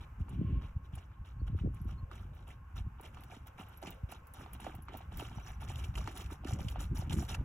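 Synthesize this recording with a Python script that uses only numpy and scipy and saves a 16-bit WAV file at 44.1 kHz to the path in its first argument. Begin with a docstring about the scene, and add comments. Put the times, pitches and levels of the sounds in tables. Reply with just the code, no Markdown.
"""Horse cantering in a sand pen

Outdoors, a hand-held phone; the horse comes in from 14 m to about 5 m. Hooves knock, thud, crush grit
and throw sprays of sand, louder and brighter as it nears; the bridle ticks and jingles with the stride.
Gusts buffet the two microphone ports. Far off: a small bird and the faint noise of open country."""
import sys
import numpy as np
from scipy import signal
from scipy.fft import rfft, irfft
from scipy.io import wavfile
from scipy.ndimage import uniform_filter1d

SR = 44100
rng = np.random.default_rng(int(sys.argv[2]) if len(sys.argv) > 2 else 0)


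def materialize(psi):
    """Save the field psi as 16-bit PCM at rate SR to the path in sys.argv[1].

    A 1-D psi becomes a single channel; in a 2-D psi each row is a channel.
    """
    bounded = np.clip(np.atleast_2d(psi).T, -1, 1)
    quanta = np.round(bounded * 32767).astype(np.int16)
    wavfile.write(sys.argv[1], SR, quanta)


N = 328491
TIME = np.arange(N) / SR
BINS = np.fft.rfftfreq(N, 1 / SR)


def undb(db):
    """Decibels to gain."""
    return 10 ** (np.asarray(db) / 20)


def unit(x):
    """Scale to rms 1."""
    return x / np.sqrt(np.mean(x ** 2))


def along(points, s=TIME):
    """Join (t/s, value) points in time."""
    return np.interp(s, *np.transpose(points))


def across(points):
    """Join (f/Hz, value) points on a log-frequency axis."""
    hz, value = np.transpose(points)
    return np.interp(np.log(BINS + 1), np.log(hz), value)


def colour(x, spectrum):
    """Filter by a spectrum."""
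    return irfft(rfft(x) * undb(across(spectrum)), N)


def noise(spectrum):
    """Coloured noise of rms 1."""
    return unit(colour(rng.standard_normal(N), spectrum))


def band(x, lo_hz, hi_hz):
    """Gentle causal band-pass."""
    sos = signal.butter(2, [lo_hz, min(hi_hz, SR / 2 - 1)], "band", fs=SR, output="sos")
    return signal.sosfilt(sos, x)


def band_noise(t, lo_hz, hi_hz):
    """A band of noise of rms 1, as long as t."""
    return unit(band(rng.standard_normal(len(t)), lo_hz, hi_hz))


def walk(per_s):
    """Random drift with a spread near 1."""
    knots = np.arange(0, TIME[-1] + 1, 1 / per_s)
    return np.interp(TIME, knots, rng.standard_normal(len(knots)))


def fade(t, t60):
    """Exponential decay."""
    return np.exp(-np.log(1000) * t / t60)


def swell(x):
    """Rises to 1 at x = 1 and dies away."""
    return (x * np.exp(1 - x)) ** 2


def bell(s, length_s):
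    """A smooth swell of power around a time."""
    return np.exp(-(2 * (TIME - s) / length_s) ** 2)


def add(track, s, sound):
    """Mix a sound in at a time."""
    start = int(np.clip(s * SR, 0, N - 1))
    track[start:start + len(sound)] += sound[:N - start]


# open country beyond the pen: f/Hz, level/dB
COUNTRY_SPECTRUM = [(100, -72), (300, -11), (520, 1.5), (680, -4), (850, 4.5), (1100, 2.5), (1550, 2),
                    (1850, -8), (2100, -8), (2800, -9), (3300, -21), (4300, -29), (6000, -23.5),
                    (10000, -29.5), (14000, -23), (16000, -36)]
# rise and fall of the far whine, and of the whole background: t/s, gain/dB
WHINE_GAIN = [(0, -6), (.55, 4.5), (.9, -0.5), (1.6, 0.5), (2.03, 3.5), (2.3, -8), (2.65, 4.5), (3.2, -7.5),
              (7.45, -3)]
COUNTRY_GAIN = [(0, 4), (.5, 4.5), (.78, 2.2), (1.2, .5), (1.5, 1.7), (1.8, 2.5), (2.3, 2), (4, 5.5),
                (7.45, 6)]


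def country(country_db=-67, whine_hz=1078, whine_db=-75, common=0.59, swell_db=0.9, waver_db=5):
    """Faint far-off noise from all sides, with a rough, wavering whine in it."""
    left, right, shared = (noise(COUNTRY_SPECTRUM) for _ in range(3))
    around = (np.array([left, right]) + common * shared) / np.sqrt(2)
    # the midrange comes and goes with the air
    around += (undb(waver_db * walk(12)) - 1) * band(around, 400, 730)
    whine = band_noise(TIME, whine_hz - 20, whine_hz + 20) * undb(2.5 * walk(12))
    whine *= undb(whine_db + along(WHINE_GAIN))
    around *= undb(country_db + swell_db * walk(14))
    return undb(along(COUNTRY_GAIN)) * (around + whine)


# breeze at the microphone between gusts: t/s, level/dB
BREEZE_LEVEL = [(0.0, -47.5), (0.16, -53.5), (0.5, -41), (0.93, -54.5), (1.31, -51.5), (1.6, -46),
                (2.45, -51.5), (4.29, -56.5), (5.87, -44), (6.33, -53.5), (6.81, -40), (7.45, -44)]
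# gusts: peak t/s, length/s, rumble level/dB, flutter over rumble/dB
WIND_GUSTS = [(0.206, 0.037, -34.5, -21.5), (0.41, 0.14, -43, -1), (0.536, 0.12, -35, -10),
              (0.77, 0.021, -33.5, -28), (0.955, 0.07, -39, -25), (1.21, 0.014, -37.5, -41),
              (1.492, 0.2, -35.5, -25), (1.671, 0.095, -33.5, -15), (1.89, 0.19, -38.5, -21),
              (2.26, 0.1, -41.5, -17), (2.767, 0.059, -38.5, -25), (2.873, 0.052, -38, -21),
              (4.412, 0.057, -51.5, -4), (4.552, 0.042, -45, -16), (4.78, 0.16, -48.5, -12.5),
              (5.132, 0.12, -43.5, -15), (5.329, 0.022, -41, -13.5), (5.76, 0.27, -42, -33),
              (6.014, 0.076, -34.5, -17.5), (6.277, 0.093, -39, -22), (6.54, 0.16, -41.5, -10.5),
              (6.81, 0.04, -38, -13.5), (6.928, 0.033, -32, -7.5), (7.154, 0.098, -36, -3),
              (7.399, 0.078, -35, -17)]


def wind_strength(breeze_db=3, breeze_flutter_db=-24, calm_flutter_db=-70):
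    """Rumble and flutter in dB: bell-shaped gusts add their power to the breeze."""
    rumble = undb(breeze_db + along(BREEZE_LEVEL)) ** 2
    flutter = rumble * undb(breeze_flutter_db) ** 2 + undb(calm_flutter_db) ** 2
    for s, length, db, rough_db in WIND_GUSTS:
        gust = undb(db) ** 2 * bell(s, length)
        rumble += gust
        flutter += gust * undb(rough_db) ** 2
    return 10 * np.log10(rumble), 10 * np.log10(flutter)


def turbulence(spectrum, steady_s):
    """Air pressure that churns quickly while its strength stays even."""
    pressure = noise(spectrum)
    return pressure / np.sqrt(uniform_filter1d(pressure ** 2, int(steady_s * SR)))


# wind on the microphone, and how much of it differs between the ports: f/Hz, level/dB
RUMBLE_SPECTRUM = [(18, -11), (30, -18.5), (45, 3.5), (65, 5.5), (100, 0), (140, -8), (220, -22),
                   (400, -87)]
FLUTTER_SPECTRUM = [(70, -18.5), (130, 2.5), (180, 0.5), (260, -3.5), (380, -12.5), (600, -49.5),
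                    (1200, -74)]
WIND_APART = [(30, -40.5), (70, -69), (150, -54), (300, -11.5)]
# single eddies slapping the microphone: peak t/s, level/dB, f/Hz
EDDY_SLAPS = [(0.211, -29, 105), (0.336, -35.5, 169), (.394, -24.5, 143), (.418, -25, 210),
              (.451, -27, 128), (0.46, -47, 214), (0.531, -25, 115), (0.562, -29.5, 97.5),
              (.578, -25, 84.6), (0.94, -31, 100), (1.42, -44, 288), (1.434, -29.5, 83),
              (1.503, -33.5, 145), (1.537, -26, 97), (1.55, -43, 346), (1.559, -28.5, 91),
              (1.618, -27.5, 90), (1.64, -38.5, 255), (1.65, -28, 225), (1.661, -43, 456),
              (1.667, -31, 118), (1.676, -37.5, 380), (1.82, -31, 89.5), (1.859, -39, 220),
              (2.037, -29, 78.5), (2.815, -31, 61.6), (4.041, -28.5, 94), (5.171, -34, 78.4),
              (5.378, -35.5, 149), (5.895, -27, 77.5), (6.024, -52, 62), (6.534, -28, 96),
              (6.612, -35.5, 207), (6.653, -31, 109), (6.669, -30, 113), (6.918, -29, 110),
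              (6.957, -49, 148), (6.996, -30.5, 131), (7.105, -28.5, 118), (7.14, -30, 128),
              (7.168, -34.5, 207), (7.181, -32, 115)]


def wind(rumble_db=-2, flutter_db=0.5, puff_db=5, cycles=0.42, rise_s=0.0034, fall=0.79, apart_db=-15):
    """Gusts rumble and flutter on the microphone; each eddy is a swing or two of falling pitch."""
    rumble, flutter = wind_strength()
    puffs = puff_db * np.tanh(walk(55))
    shared = undb(rumble + rumble_db + puffs / 2) * turbulence(RUMBLE_SPECTRUM, steady_s=0.11)
    shared += undb(flutter + flutter_db + puffs) * turbulence(FLUTTER_SPECTRUM, steady_s=0.045)
    # the smaller whirls differ between the ports
    whirls = undb(flutter) * noise(FLUTTER_SPECTRUM) + undb(rumble) * noise(RUMBLE_SPECTRUM)
    apart = colour(whirls, WIND_APART)
    t = TIME[:SR // 5]
    for s, db, hz in EDDY_SLAPS:
        peak_s = rise_s + cycles / hz
        age = t / peak_s
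        phase = 2 * np.pi * np.cumsum(hz * (1 + fall) / (1 + fall * age)) / SR
        size = undb(db) * swell(age)
        add(shared, s - peak_s, size * np.sin(phase))
        # an eddy reaches one port first, the more so the smaller it is
        add(apart, s - peak_s, undb(apart_db) * hz / 100 * size * np.cos(phase))
    return np.array([shared + apart, shared - apart])


HORSE_DISTANCE = [(0, 14.4), (2, 11.7), (4, 11.8), (5, 10.2), (6, 8.5), (7, 4.96), (7.45, 7.1)]


def metres(s):
    """How far off the horse is."""
    return along(HORSE_DISTANCE, s)


def pour(t, length_s, rise_s=0.0044):
    """Power of a stream of sand: it starts quickly, runs for a while and thins out."""
    return ((1 - np.exp(-t / rise_s)) / (1 + (t / length_s) ** 5)) ** 2


# flying sand: f/Hz, level/dB
SAND_SPECTRUM = [(150, 21.5), (370, 17.5), (500, 10.5), (770, 15), (1450, 10), (2000, 5.5), (3200, 5),
                 (3900, 5), (4400, -20), (5500, 4), (7500, -6.5), (8700, -3.5), (11800, -4), (13800, 0),
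                 (15200, -15.5)]


def grains(hits_per_cycle=0.8, patchy_db=4, clump_db=2):
    """Grains collide in clumps, each size in its own half octave: few big clods, many fine grains."""
    spectrum = 0
    for octave in np.arange(7.5, 14.1, 0.5):
        weight = np.clip(1 - 2 * np.abs(np.log2(BINS + 1) - octave), 0, 1)
        chance = hits_per_cycle * 2 ** octave / SR
        hits = unit(rng.standard_normal(N) * (rng.random(N) < chance))
        spectrum += rfft(hits * undb(patchy_db * walk(120))) * np.sqrt(weight)
    stream = irfft(spectrum * undb(across(SAND_SPECTRUM)), N)
    return unit(stream * undb(clump_db * walk(200)))


def crackles(lo_hz, hi_hz, db_per_octave, per_s=200, spread_db=3.7, cycles=1.1):
    """Small stones and crumbs of crust click one by one, each at its own pitch."""
    out, t = np.zeros(N), TIME[:SR // 60]
    for when, pitch, chance in rng.random((int(per_s * TIME[-1]), 3)):
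        hz = lo_hz * (hi_hz / lo_hz) ** pitch
        db = spread_db * min(-np.log(1 - chance), 3) + db_per_octave * np.log2(hz / lo_hz)
        click = swell(t * hz / cycles) * np.sin(2 * np.pi * hz * t)
        add(out, when * TIME[-1], undb(db) * click)
    return unit(out)


# sand scuffed or thrown by a hoof: t/s, length/s, level before distance loss/dB
SAND_SPRAYS = [(0, 0.044, 1.5), (0.192, 0.023, -1), (0.311, 0.042, 0), (0.61, 0.08, -1.5),
               (0.835, 0.029, -5), (0.922, 0.12, -4), (1.245, 0.067, -4), (1.465, 0.02, 2.5),
               (1.563, 0.051, -4.5), (1.724, 0.093, -8.5), (1.865, 0.079, -4), (2.111, 0.12, -1.5),
               (2.328, 0.11, -9.5), (2.468, 0.06, 1.5), (2.753, 0.046, 5), (3.023, 0.058, 4),
               (3.125, 0.21, -6.5), (3.298, 0.081, 2), (3.459, 0.032, 0.5), (3.576, 0.056, 5),
               (3.657, 0.12, -6), (3.818, 0.12, 3), (4.087, 0.076, 3), (4.338, 0.098, -1),
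               (4.397, 0.044, 4), (4.523, 0.046, -2.5), (4.595, 0.12, 2), (4.92, 0.091, -4),
               (5.114, 0.14, -3), (5.173, 0.11, 5), (5.326, 0.11, -6.5), (5.446, 0.086, 0.5),
               (5.598, 0.058, 0), (5.67, 0.075, 3), (5.759, 0.11, 1.5), (5.832, 0.031, 1),
               (5.939, 0.1, 3.5), (6.054, 0.09, 0), (6.151, 0.09, 4.5), (6.299, 0.044, 3.5),
               (6.461, 0.079, 2), (6.583, 0.1, -5), (6.69, 0.04, -2.5), (6.789, 0.057, 1.5),
               (6.947, 0.071, -2.5), (7.102, 0.045, 2.5), (7.163, 0.082, 0), (7.279, 0.058, 6)]


def sand(sand_db=-37.5, treble_db=10.5, split_hz=4400, dull_db_per_m=1.32, shove_db=-6, toe_s=0.014):
    """Each scuff throws a stream of grains whose fine hiss dulls on the way to the microphone."""
    coarse_power, fine_power = np.zeros(N), np.zeros(N)
    t = TIME[:SR // 2]
    for s, length, db in SAND_SPRAYS:
        flow = (undb(db) / metres(s)) ** 2 * pour(t, length)
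        add(coarse_power, s, flow)
        add(fine_power, s, flow * undb(-dull_db_per_m * metres(s)) ** 2)
    # a landing hoof shoves coarse sand, toe first
    for s, db, _ in HOOF_STRIKES:
        shove = undb(db / 2 + shove_db) / metres(s)
        add(coarse_power, s - toe_s, shove ** 2 * pour(t, length_s=0.069))
    stream = grains()
    low = irfft(rfft(stream) / (1 + (BINS / split_hz) ** 8), N)
    stones = undb(-5.5) * crackles(837, 3640, db_per_octave=-2.1)
    sparkle = undb(-11) * crackles(5400, 15200, db_per_octave=1.5)
    coarse = (low + stones) * np.sqrt(coarse_power)
    fine = (stream - low + sparkle) * np.sqrt(fine_power)
    return undb(sand_db) * (coarse + undb(treble_db) * fine)


def sinking(t, hz, cycles, fall):
    """A push into sand: it peaks at hz after the given cycles and drops in pitch as it dies."""
    age = t * hz / cycles
    return swell(age) * np.sin(2 * np.pi * np.cumsum(hz * (1 + fall) / (1 + fall * age)) / SR)


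# hooves landing in the pen: t/s, level before distance loss/dB, knock f/Hz
HOOF_STRIKES = [(0.283, -3, 1077), (0.974, -6.5, 796), (1.116, -13, 1330), (1.482, -9.5, 900),
                (1.588, -3, 1400), (2.114, 1.5, 1240), (2.997, -4, 970), (3.171, -2.5, 1190),
                (3.588, -2, 935), (3.826, 4, 710), (3.834, -6, 797), (3.873, -1.5, 760), (4.123, 2, 810),
                (4.461, -1.5, 890), (4.599, -4, 960), (4.646, -0.5, 940), (4.666, 9.5, 700),
                (4.744, -4.5, 800), (4.884, 4, 1190), (4.921, -6, 800), (4.941, 1, 690), (4.949, 1.5, 796),
                (5.006, -4, 800), (5.121, -5, 860), (5.198, -0.5, 850), (5.218, 1, 830), (5.314, -5, 930),
                (5.383, -2, 885), (5.622, -4, 950), (5.629, -3.5, 1090), (5.977, -2, 1460),
                (6.075, 7, 1030), (6.437, -9.5, 740), (6.447, -7, 1180), (6.508, -3, 740), (6.594, -4, 870),
                (6.758, 0.5, 795), (7.022, -6.5, 705), (7.226, -5, 766), (7.347, -3, 950)]


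def hooves(hoof_db=-24, knock_db=3.8, body_db=-18, crunch_db=-15, crack_db=-8, settle_db=-15.5):
    """A hoof knocks for a cycle or two; the crust cracks and crunches, the sand packs with a rasp."""
    out, t = np.zeros(N), TIME[:SR // 8]
    for s, db, hz in HOOF_STRIKES:
        size = undb(hoof_db + db) / metres(s)
        knock = undb(knock_db) * sinking(t, hz, cycles=1.2, fall=0.14)
        body = undb(body_db) * band_noise(t, 230, 520) * swell(t / 0.011)
        crunch = undb(crunch_db) * band_noise(t, 910, 2570) * fade(t, t60=0.055)
        crack = undb(crack_db) * band_noise(t, 1600, 2700) * fade(t, t60=0.0055)
        crust = (crunch + crack) * hz / 1000  # a harder, higher knock breaks more crust
        add(out, s, size * (knock + body + crust))
        # lumps give way under the sole, each with a small knock of its own
        for delay, ratio in rng.uniform((0.001, 0.5), (0.018, 2.4), size=(5, 2)):
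            turns = t * hz * ratio
            add(out, s + delay, size * undb(settle_db) * swell(turns) * np.sin(2 * np.pi * turns))
    return out


# dry ticks of the bridle's buckles and links: t/s, level/dB, f/Hz
LINK_TICKS = [(0.2927, -53, 9500), (0.954, -48.5, 10400), (1.745, -56, 10900), (2.1545, -60, 10300),
              (2.35, -62, 14400), (2.4788, -56, 11100), (3.011, -49.5, 12300), (3.2363, -48, 15600),
              (3.47, -45, 15200), (3.905, -42.5, 15200), (4.117, -43, 12100), (4.27, -51, 13900),
              (4.337, -44.5, 11800), (4.5331, -41, 12700), (4.604, -49, 10000), (4.7508, -46, 14100),
              (4.971, -42, 14200), (5.172, -37, 15700), (5.6161, -50, 10800), (6.175, -42, 11900),
              (7.1284, -41, 9600)]


def bridle_links(tick_db=-4, t60=0.024, width=0.2, snap_db=-13, rebound_db=-10):
    """Tight links snap and fall back once."""
    out, t = np.zeros(N), TIME[:SR // 5]
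    for s, db, hz in LINK_TICKS:
        for delay, touch_db in ((0, 0), (rng.uniform(0.0015, 0.013), rebound_db)):
            tick = band_noise(t, hz * (1 - width), hz * (1 + width))
            snap = undb(snap_db) * band_noise(t, 2500, 18000)
            add(out, s + delay, undb(db + touch_db + tick_db) * (tick + snap) * fade(t, t60))
    return out


def hiss(peak_s=0.51, length_s=0.24, hiss_db=-70, lo_hz=1300, hi_hz=3300):
    """A soft hiss swells with the first strong gusts."""
    air = unit(band(band_noise(TIME, lo_hz, hi_hz), lo_hz, hi_hz))
    return undb(hiss_db) * np.sqrt(bell(peak_s, length_s)) * air


# grit crushed under a hoof: peak t/s, length/s, level/dB, f/Hz
GRIT_CRUNCHES = [(0.983, 0.021, -63, 2460), (2.114, .004, -58, 2500), (3.032, 0.0056, -65, 3000),
                 (3.055, .012, -58, 2580), (3.147, 0.0048, -59.5, 2580), (3.175, .004, -73, 1600),
                 (3.203, 0.0031, -74, 3330), (3.236, 0.0043, -60, 3430), (3.609, 0.005, -59, 2500),
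                 (3.828, 0.0069, -52.5, 1510), (3.873, .02, -52.5, 2770), (4.121, 0.0036, -52, 2550),
                 (4.603, 0.0038, -61, 3000), (4.644, .008, -53.5, 1530), (4.67, .006, -63, 1420),
                 (4.885, 0.004, -65, 1800), (4.936, 0.0059, -58.5, 3220), (5.196, 0.0095, -49, 2870),
                 (5.399, .004, -57.5, 2500), (5.616, .007, -68, 2300), (5.694, 0.011, -55, 2700),
                 (5.757, 0.0037, -48, 3200), (5.844, 0.017, -52, 2770), (5.955, 0.0075, -48, 2640),
                 (5.978, 0.014, -51, 3100), (6.013, .012, -57, 1080), (6.042, 0.0052, -54, 1500),
                 (6.075, .003, -45, 1800), (6.173, 0.01, -52, 3420), (6.21, 0.01, -54.5, 3100),
                 (6.262, 0.01, -58, 2900), (6.447, 0.0064, -53.5, 2870), (6.474, 0.0046, -48, 1700),
                 (6.485, 0.0085, -51, 1400), (6.535, 0.0052, -47, 6450), (6.685, 0.0075, -45, 3000),
                 (7.098, .005, -46, 2860), (7.128, .013, -47, 3180), (7.196, 0.011, -50.5, 6000),
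                 (7.346, 0.0071, -41.5, 2750), (7.35, .005, -41.5, 1490)]


def grit(width=0.19, broad_db=-1, crack_chance=0.11, spread_db=3, rise_share=0.4):
    """Grit bears the weight for an instant and bursts: a short volley of cracks around one pitch."""
    out, t = np.zeros(N), TIME[:SR // 10]
    for s, length, db, hz in GRIT_CRUNCHES:
        peak_s = rise_share * length
        force = swell(t / peak_s)
        cracks = force * rng.standard_normal(len(t)) * (rng.random(len(t)) < crack_chance)
        cracks *= undb(spread_db * rng.exponential(size=len(t)))
        pitched = unit(band(cracks, hz * (1 - width), hz * (1 + width)))
        broad = undb(broad_db) * unit(band(cracks, 900, 8500))
        add(out, s - peak_s, undb(db) * unit(pitched + broad) * np.sqrt(np.mean(force ** 2)))
    return out


# a small bird far from the pen: t/s, top f/Hz, level/dB
BIRD_PEEPS = [(1.39, 4400, -76), (1.975, 4290, -73), (5.359, 5930, -65), (5.422, 5880, -65),
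              (5.485, 5950, -68), (5.525, 5900, -72)]


def bird(length_s=0.031, arch=0.054):
    """Short, faint peeps that arch and waver in pitch."""
    out, progress = np.zeros(N), np.linspace(0, 1, int(length_s * SR))
    for s, hz, db in BIRD_PEEPS:
        waver = 0.025 * walk(500)[:len(progress)]
        pitch = hz * (1 - arch * (2 * progress - 1.15) ** 2 + waver)
        add(out, s, undb(db) * np.sin(np.pi * progress) * np.sin(2 * np.pi * np.cumsum(pitch) / SR))
    return out


# further modes of the bridle metal: f/Hz, level/dB, t60/s
METAL_MODES = [(5800, -28, 0.11), (11500, -32, 0.029), (13400, -4, 0.028)]
# jingles of the bit: t/s, level/dB
BIT_JINGLES = [(1.8159, -50), (3.208, -50), (3.686, -50), (3.7738, -43), (4.8227, -46.5), (5.755, -54)]


def bridle_bit(bit_hz=11400, bit_t60=0.039, jingle_db=-6, db_per_touch=-6, detune=0.02):
    """The loose bit touches three times, each weaker, and rings in close pairs of modes that beat."""
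    out, t = np.zeros(N), TIME[:SR // 5]
    paired_modes = [(bit_hz, 0, bit_t60), *METAL_MODES] * 2
    for s, db in BIT_JINGLES:
        for touch, delay in enumerate([0, *np.sort(rng.uniform(0.005, 0.045, size=2))]):
            jingle = 0
            for hz, mode_db, t60 in paired_modes:
                pitch = hz * (1 + detune * rng.normal())
                jingle += undb(mode_db) * np.sin(2 * np.pi * pitch * t) * fade(t, t60)
            add(out, s + delay, undb(db + jingle_db + touch * db_per_touch) * jingle / 2)
    return out


# the horse's weight coming down on firm ground: peak t/s, level/dB, f/Hz
GROUND_THUDS = [(2.869, -48, 227), (3.005, -49, 450), (3.371, -44, 260), (3.601, -41.5, 220),
                (3.838, -41.5, 474), (3.877, -38.5, 240), (4.677, -40, 330), (4.788, -43.5, 187),
                (4.931, -46, 424), (4.951, -40.5, 315), (5.224, -39.5, 432), (6.083, -43, 327),
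                (6.322, -37, 307), (6.455, -33.5, 315), (6.544, -33.5, 167), (6.564, -41, 220),
                (6.649, -46, 215), (7.029, -47, 450), (7.145, -40, 291), (7.231, -40, 300),
                (7.413, -36, 245)]


def thuds(thud_db=-1, rasp_db=-16):
    """The ground gives one short, dull swing under the weight, roughened by shifting sand."""
    out, t = np.zeros(N), TIME[:SR // 12]
    for s, db, hz in GROUND_THUDS:
        peak_s = 1 / hz
        swing = sinking(t, hz, cycles=1, fall=0.35)
        rasp = undb(rasp_db) * band_noise(t, hz / 2, hz * 2) * swell(t / peak_s)
        add(out, s - peak_s, undb(db + thud_db) * (swing + rasp))
    return out


# the left microphone port's lead over the right: f/Hz, phase/rad
LEFT_LEAD = [(100, 0), (400, 0), (600, -.85), (1000, -.7), (1700, -.1), (2000, .9), (3000, .7), (4500, 3.1),
             (6600, 6.1), (7500, 6.7), (8700, 9.3), (9600, 9.9), (11100, 12.5), (13100, 15.6),
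             (15200, 18.8)]
# left port minus right: f/Hz, level/dB
LEFT_BALANCE = [(350, 0), (650, -7), (1100, -2), (1600, -3), (2400, 0), (3000, -6), (3700, 0), (8000, 0)]


def ports(x, scatter_db=-7, scatter_t60=0.037):
    """Sound reaches the two ports at different times and levels, with a little ground scatter."""
    sides = np.array([[0.5], [-0.5]])
    response = undb(sides * across(LEFT_BALANCE)) * np.exp(1j * sides * across(LEFT_LEAD))
    direct = irfft(rfft(x) * response, N)
    t = TIME[:SR // 3]
    tail = band(rng.standard_normal((2, len(t))), 600, 13000) * fade(t, scatter_t60)
    tail /= np.sqrt(np.sum(tail ** 2, axis=1, keepdims=True))
    return direct + undb(scatter_db) * signal.fftconvolve(x[None], tail, axes=1)[:, :N]


def scene():
    """Country all around, wind right on the microphone, the horse in its pen and a far bird."""
    background = country() + wind()
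    horse = sand() + hooves() + bridle_links() + grit() + bridle_bit() + thuds()
    return background + ports(horse + hiss() + bird())


def record(dry, top_hz=15900):
    """The phone cuts the top of the band."""
    return signal.sosfilt(signal.ellip(10, 0.2, 80, top_hz, fs=SR, output="sos"), dry)


dry = scene()
out = record(dry)
materialize(out)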